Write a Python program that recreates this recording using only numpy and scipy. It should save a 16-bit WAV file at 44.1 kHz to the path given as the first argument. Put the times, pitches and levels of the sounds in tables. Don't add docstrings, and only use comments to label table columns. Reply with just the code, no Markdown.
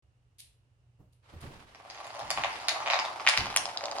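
import sys
import numpy as np
from scipy import signal
from scipy.fft import rfft, irfft
from scipy.io import wavfile
from scipy.ndimage import uniform_filter1d

SR = 44100
rng = np.random.default_rng(int(sys.argv[2]) if len(sys.argv) > 2 else 0)


def generate_wav(sig):
    pcm = np.round(np.clip(np.atleast_2d(sig).T, -1, 1) * 32767).astype(np.int16)
    wavfile.write(sys.argv[1], SR, pcm)


N = 176400


def amp(db):
    return 10 ** (np.asarray(db) / 20)


def curve(t, table, column=1):
    table = np.array(table)
    return np.interp(t, table[:, 0], table[:, column])


def unit_rms(x):
    return x / np.sqrt(np.mean(x ** 2))


def colour(x, spectrum, size=8192):
    hz, db = np.array(spectrum).T
    f = np.maximum(np.fft.rfftfreq(size, 1 / SR), 1)
    gain = amp(np.interp(np.log(f), np.log(hz), db))
    cepstrum = irfft(np.log(gain))
    fold = np.r_[1, np.full(size // 2 - 1, 2), np.zeros(size // 2)]
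    response = irfft(np.exp(rfft(cepstrum * fold)))
    return signal.fftconvolve(x, response[None], axes=1)[:, :N]


def diffuse_noise(size, spacing_m=0.15):
    f = np.fft.rfftfreq(size, 1 / SR)
    coherence = 0.92 * np.sinc(2 * f * spacing_m / 343)
    mid, side = rfft(rng.standard_normal((2, size)))
    mid, side = mid * np.sqrt(1 + coherence), side * np.sqrt(1 - coherence)
    return irfft(np.array([mid + side, mid - side]), size) / np.sqrt(2)


# frequency_hz, gain_db
AMBIENT_SPECTRUM = [(25, -25), (50, -0.5), (125, 2.5), (190, -20), (450, -21), (2450, -31.5), (2850, -26),
                    (3200, -33.5), (10000, -41.5), (15000, -68)]

def ambient_noise(t, noise_db=-67, hum_db=-73.5, hum_hz=120):
    noise = unit_rms(colour(diffuse_noise(N), AMBIENT_SPECTRUM))
    hum = unit_rms(np.sin(2 * np.pi * hum_hz * t))
    return amp(noise_db) * noise + amp(hum_db) * hum


# time_s, level_db
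RUSTLE_LEVELS = [(1.226, -79), (1.243, -63.5), (1.28, -65.5), (1.3, -57), (1.395, -60), (1.43, -49.5),
                 (1.5, -57), (1.55, -54.5), (1.72, -58), (2.5, -47.5)]
# frequency_hz, gain_db
RUSTLE_SPECTRUM = [(120, -23), (300, -7.5), (1000, -3), (2300, -8.5), (4500, -14.5), (7000, -23),
                   (11000, -25), (14000, -47)]

def rustle(t, flicker_db=1.95):
    flicker = unit_rms(uniform_filter1d(rng.standard_normal(N), size=600))
    envelope = amp(curve(t, RUSTLE_LEVELS) + flicker_db * flicker) * (t > RUSTLE_LEVELS[0][0])
    return envelope * unit_rms(colour(diffuse_noise(N), RUSTLE_SPECTRUM))


# start_s, level_db, decay_s
THUMPS = [(0.987, -54.5, 0.054), (1.321, -45, 0.045), (1.419, -44, 0.12), (2.209, -51, 0.14),
          (2.363, -48.5, 0.082), (3.373, -37.5, 0.089)]
# frequency_hz, gain_db
THUMP_SPECTRUM = [(25, -8), (125, -1), (200, -8.5), (320, -10.5), (550, -16), (1200, -26), (2500, -45)]
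BUMP_RISE_S = 0.019

def thumps(t):
    envelope = np.zeros(N)
    for start, db, decay_s in THUMPS:
        age = np.maximum(t - start, 0)
        envelope += amp(db) * np.minimum(age / BUMP_RISE_S, 1) * np.exp(-age / decay_s)
    return envelope * unit_rms(colour(diffuse_noise(N), THUMP_SPECTRUM))


# start_s, level_db, pitch_hz
BOOMS = [(1.351, -39.5, 81), (1.418, -38, 139.7), (3.38, -36, 110), (3.397, -39.5, 59)]

def booms(t, decay_s=0.041):
    out = np.zeros(N)
    for start, db, hz in BOOMS:
        age = np.maximum(t - start, 0)
        envelope = amp(db) * np.minimum(age / BUMP_RISE_S, 1) * np.exp(-age / decay_s)
        out += envelope * np.sin(2 * np.pi * hz * age)
    return out


# frequency_hz, t60_s
ROOM_T60 = [(150, 0.37), (800, 0.49), (2500, 0.41), (6000, 0.32), (10000, 0.31), (15000, 0.088)]

def reverberation(x, tail_db=-2, build_s=0.00022, wall_db=-4.5, wall_delay_s=0.0078, wall_decay_s=0.0012):
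    t = np.arange(SR) / SR
    log_f = np.log(np.maximum(np.fft.rfftfreq(SR, 1 / SR), 1))
    hz, t60s = np.array(ROOM_T60).T
    noise = rfft(diffuse_noise(SR))
    tail = np.zeros((2, SR))
    for weights, t60 in zip(np.eye(len(hz)), t60s):
        band = irfft(noise * np.interp(log_f, np.log(hz), weights))
        tail += band * amp(-60 * t / t60)
    tail *= 1 - np.exp(-t / build_s)
    wall = diffuse_noise(SR) * (t > wall_delay_s) * np.exp(-abs(t - wall_delay_s) / wall_decay_s)
    response = (amp(tail_db) * unit_rms(tail) + amp(wall_db) * unit_rms(wall)) / np.sqrt(SR)
    return signal.fftconvolve(x[None], response, axes=1)[:, :N]


# start_s, level_db
TICKS = [(.384, -23), (0.396, -16.5), (1.125, -40), (1.407, -24.5)]
# frequency_hz, gain_db
TICK_SPECTRUM = [(1000, -45), (1700, -11), (2600, -2.5), (4000, 2.5), (6500, -5), (8000, -2.5), (9800, 4.5),
                 (12500, -3), (15000, -22)]

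def far_ticks(direct_db=-22):
    clicks = np.zeros(N)
    for start, db in TICKS:
        clicks[int(start * SR)] = amp(db)
    return colour(amp(direct_db) * clicks + reverberation(clicks), TICK_SPECTRUM)


# frequency_hz, gain_db
PLANK_MODES = [(578, -0.5), (750, -20), (876, 0), (1020, -0.5), (1128, -3.5)]

def plank_resonance(x, width_hz=19.8):
    return x + sum(amp(db) * signal.lfilter(*signal.iirpeak(hz, hz / width_hz, fs=SR), x)
                   for hz, db in PLANK_MODES)


# nominal_pitch_hz, width_hz
IMPACT_MODES = [(795, 640), (2150, 1640), (4500, 2510), (9600, 5100)]
# time_s, left_lag_ms, thock_pitch_ratio, thock_echo_db, faces_echo_db
PATH = [(2.3, 0.088, 1.07, 2, 1), (2.95, 0.073, 1.107, 1.5, 1.5), (3.3, -0.076, 1.14, -2, -2),
        (3.8, -0.077, 1.02, -2.5, -9)]
# frequency_hz, gain_db
TONE_FILTER = [(250, 3), (420, -2), (570, 0.5), (950, -6), (1300, 1.5), (3300, 1), (5000, -0.5),
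               (7300, 2.5), (8300, -10.5), (10400, -8.5), (12500, -26), (16000, -21)]

def impacts(times, mode_db, detunes, roughness_s=0.0012, size=1024):
    f = np.maximum(np.fft.rfftfreq(size, 1 / SR), 1)
    bursts = rng.standard_normal((len(times), size)) * np.exp(-np.arange(size) / SR / roughness_s)
    rough_forces = rfft(bursts / np.linalg.norm(bursts, axis=1, keepdims=True))
    nominal_hz, widths_hz = np.array(IMPACT_MODES).T
    orders = [4, 2, 2, 2]
    out = np.zeros((3, N + size))
    for when, levels, detune, rough_force in zip(times, mode_db, detunes, rough_forces):
        start = int(when * SR)
        if start >= N:
            continue
        lag_ms, thock_ratio, thock_echo_db, faces_echo_db = (curve(when, PATH, c) for c in (1, 2, 3, 4))
        pitches_hz = nominal_hz * np.exp(detune) * [thock_ratio, 1, 1, 1]
        thock, clack, ring, snap = (amp(db) / (1 + 1j * (f - hz ** 2 / f) / width) ** order
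                                    for db, hz, width, order in zip(levels, pitches_hz, widths_hz, orders))
        faces = clack + (ring + snap) * rough_force
        knock = thock + faces
        echo = thock * amp(thock_echo_db) + faces * amp(faces_echo_db)
        left, right = (knock * np.exp(-2j * np.pi * f * max(ms, 0) / 1000) for ms in (lag_ms, -lag_ms))
        out[:, start:start + size] += irfft([left, right, echo])
    direct, into_room = out[:2, :N], out[2, :N]
    return colour(direct + reverberation(into_room), TONE_FILTER)


# time_s, planks_db, faces_db
CLATTER_LEVELS = [(1.7, -37, -79), (1.95, -13.5, -28), (2.13, -10, -25.5), (2.22, -2, -20),
                  (2.29, -11.5, -21.5), (2.55, -11.5, -14.5), (2.64, -2, -21.5), (2.78, 2.5, -20.5),
                  (2.85, -3.5, -22), (2.94, 5, -14), (3.14, -4, -24), (3.4, 2, -9), (3.72, -3.5, -17),
                  (3.9, -1.5, -28), (4.0, 3.5, -12)]

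def clatter(start_s=1.7, end_s=4, contacts_per_s=130, scatter_db=2.8, detune=0.09):
    slots = np.arange(start_s, end_s, 1 / contacts_per_s)
    draws = rng.standard_normal((len(slots), 3, len(IMPACT_MODES)))
    jitter, strength = draws[:, 0, 0], draws[:, 0, 1:2]
    mode_balance, mode_tuning = draws[:, 1], draws[:, 2]
    times = slots + jitter / contacts_per_s
    planks_db, faces_db = curve(times, CLATTER_LEVELS), curve(times, CLATTER_LEVELS, column=2)
    ring_db, snap_db = faces_db - 1.5, faces_db - 6.5
    mode_db = np.array([planks_db, faces_db, ring_db, snap_db]).T
    mode_db += scatter_db * (strength + mode_balance / 2)
    return impacts(times, mode_db, detune * mode_tuning)


# start_s, thock_db
LANDINGS = [(2.1627, -5), (2.4937, 1), (2.8068, -5), (3.0748, 5), (3.104, -9.5), (3.4933, -6), (3.6783, 8),
            (3.7617, 6.5), (3.835, 7.5), (3.8732, 8.5), (3.9525, 1.5), (3.994, 7)]

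def landings(detune=0.09):
    times, thock_db = np.array(LANDINGS).T
    mode_db = thock_db[:, None] + [0, -np.inf, -np.inf, -np.inf]
    return impacts(times, mode_db, detune * rng.standard_normal(mode_db.shape))


# start_s, thock_db, clack_db, ring_db, snap_db
KNOCKS = [(1.7483, -10.5, -18, -23, -31), (1.8004, -6.5, -25, -47, -48), (1.8503, -4, -25, -43, -40),
          (1.9004, -14, -13, -10.5, -19), (1.9474, -9, -16, -18, -27), (1.976, -4, -17, -22, -36),
          (2.003, 1, -16, -17, -22), (2.0457, -2, -20, -14.5, -21), (2.0686, -5, -14, -23, -15),
          (2.149, 2.5, -30, -20.5, -20), (2.1928, 7, -31, -7.5, -14), (2.3041, 10.5, 4, 4.5, 5.5),
          (2.3747, 14, 2, -23, -22), (2.386, 6.5, -12, -20, -15), (2.4372, 8.5, 8, -5, -21),
          (2.446, 13.5, -24, -22, -21), (2.6843, 7.5, 6, 8.5, 6.5), (2.6887, 0, 5.5, -11, -13),
          (2.824, -6, -9.5, -17, -35), (2.8608, 9.5, 0, -16, -31), (2.8678, -5, -2.5, -17, -32),
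          (2.8754, 12, 5, -14, -28), (2.9013, 13.5, 9, -1.5, -11.5), (2.9195, 6, 3, -5, -17),
          (2.9346, 18, 8, 0, -16), (2.956, 13, -1, -3.5, -16), (2.9898, 11, 3.5, -0.5, -11.5),
          (3.0505, 9.5, -6, -3, -7), (3.198, 5.5, -10, -20, -28), (3.2663, 13.5, 12, -8, -5),
          (3.2742, -4, 20, -2, -25), (3.2881, 16, 6, 13, 14), (3.3227, 1, -8, -14, -21),
          (3.3383, 2, 6, -16, -23), (3.375, 10, 13, 9.5, 7.5), (3.5625, 14, 11.5, 9.5, 21),
          (3.5721, 11, 3, 14.5, 4), (3.6553, 7, -21, 3, -20), (3.773, -15, -35, 3.5, -35),
          (3.8092, 5.5, -6.5, -11, -30), (3.8388, 5, -7, -3, -28), (3.8559, 5.5, -27, 1.5, -36),
          (3.8834, 2, -7, -19, -32), (3.9134, 0.5, -13, 1, -32), (3.9222, 7.5, -13, -15, -35),
          (3.984, 12, -19, -2.5, -30)]

def knocks(detune=0.025):
    rows = np.array(KNOCKS)
    times, mode_db = rows[:, 0], rows[:, 1:]
    return impacts(times, mode_db, detune * rng.standard_normal(mode_db.shape))


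def scene(blocks_db=0.5, right_bias_db=2):
    t = np.arange(N) / SR
    blocks = amp(blocks_db) * plank_resonance(knocks() + landings() + clatter())
    ticks = far_ticks()
    soft_sounds = thumps(t) + booms(t) + rustle(t) + ambient_noise(t)
    pan = amp([[-right_bias_db / 2], [right_bias_db / 2]])
    return pan * soft_sounds + ticks + blocks


def record(dry, silent_s=0.024, cutoff_hz=16000):
    gate = np.arange(N) / SR > silent_s
    lowpass = signal.ellip(8, 0.2, 70, cutoff_hz, fs=SR, output="sos")
    return signal.sosfilt(lowpass, dry * gate)


dry = scene()
out = record(dry)
generate_wav(out)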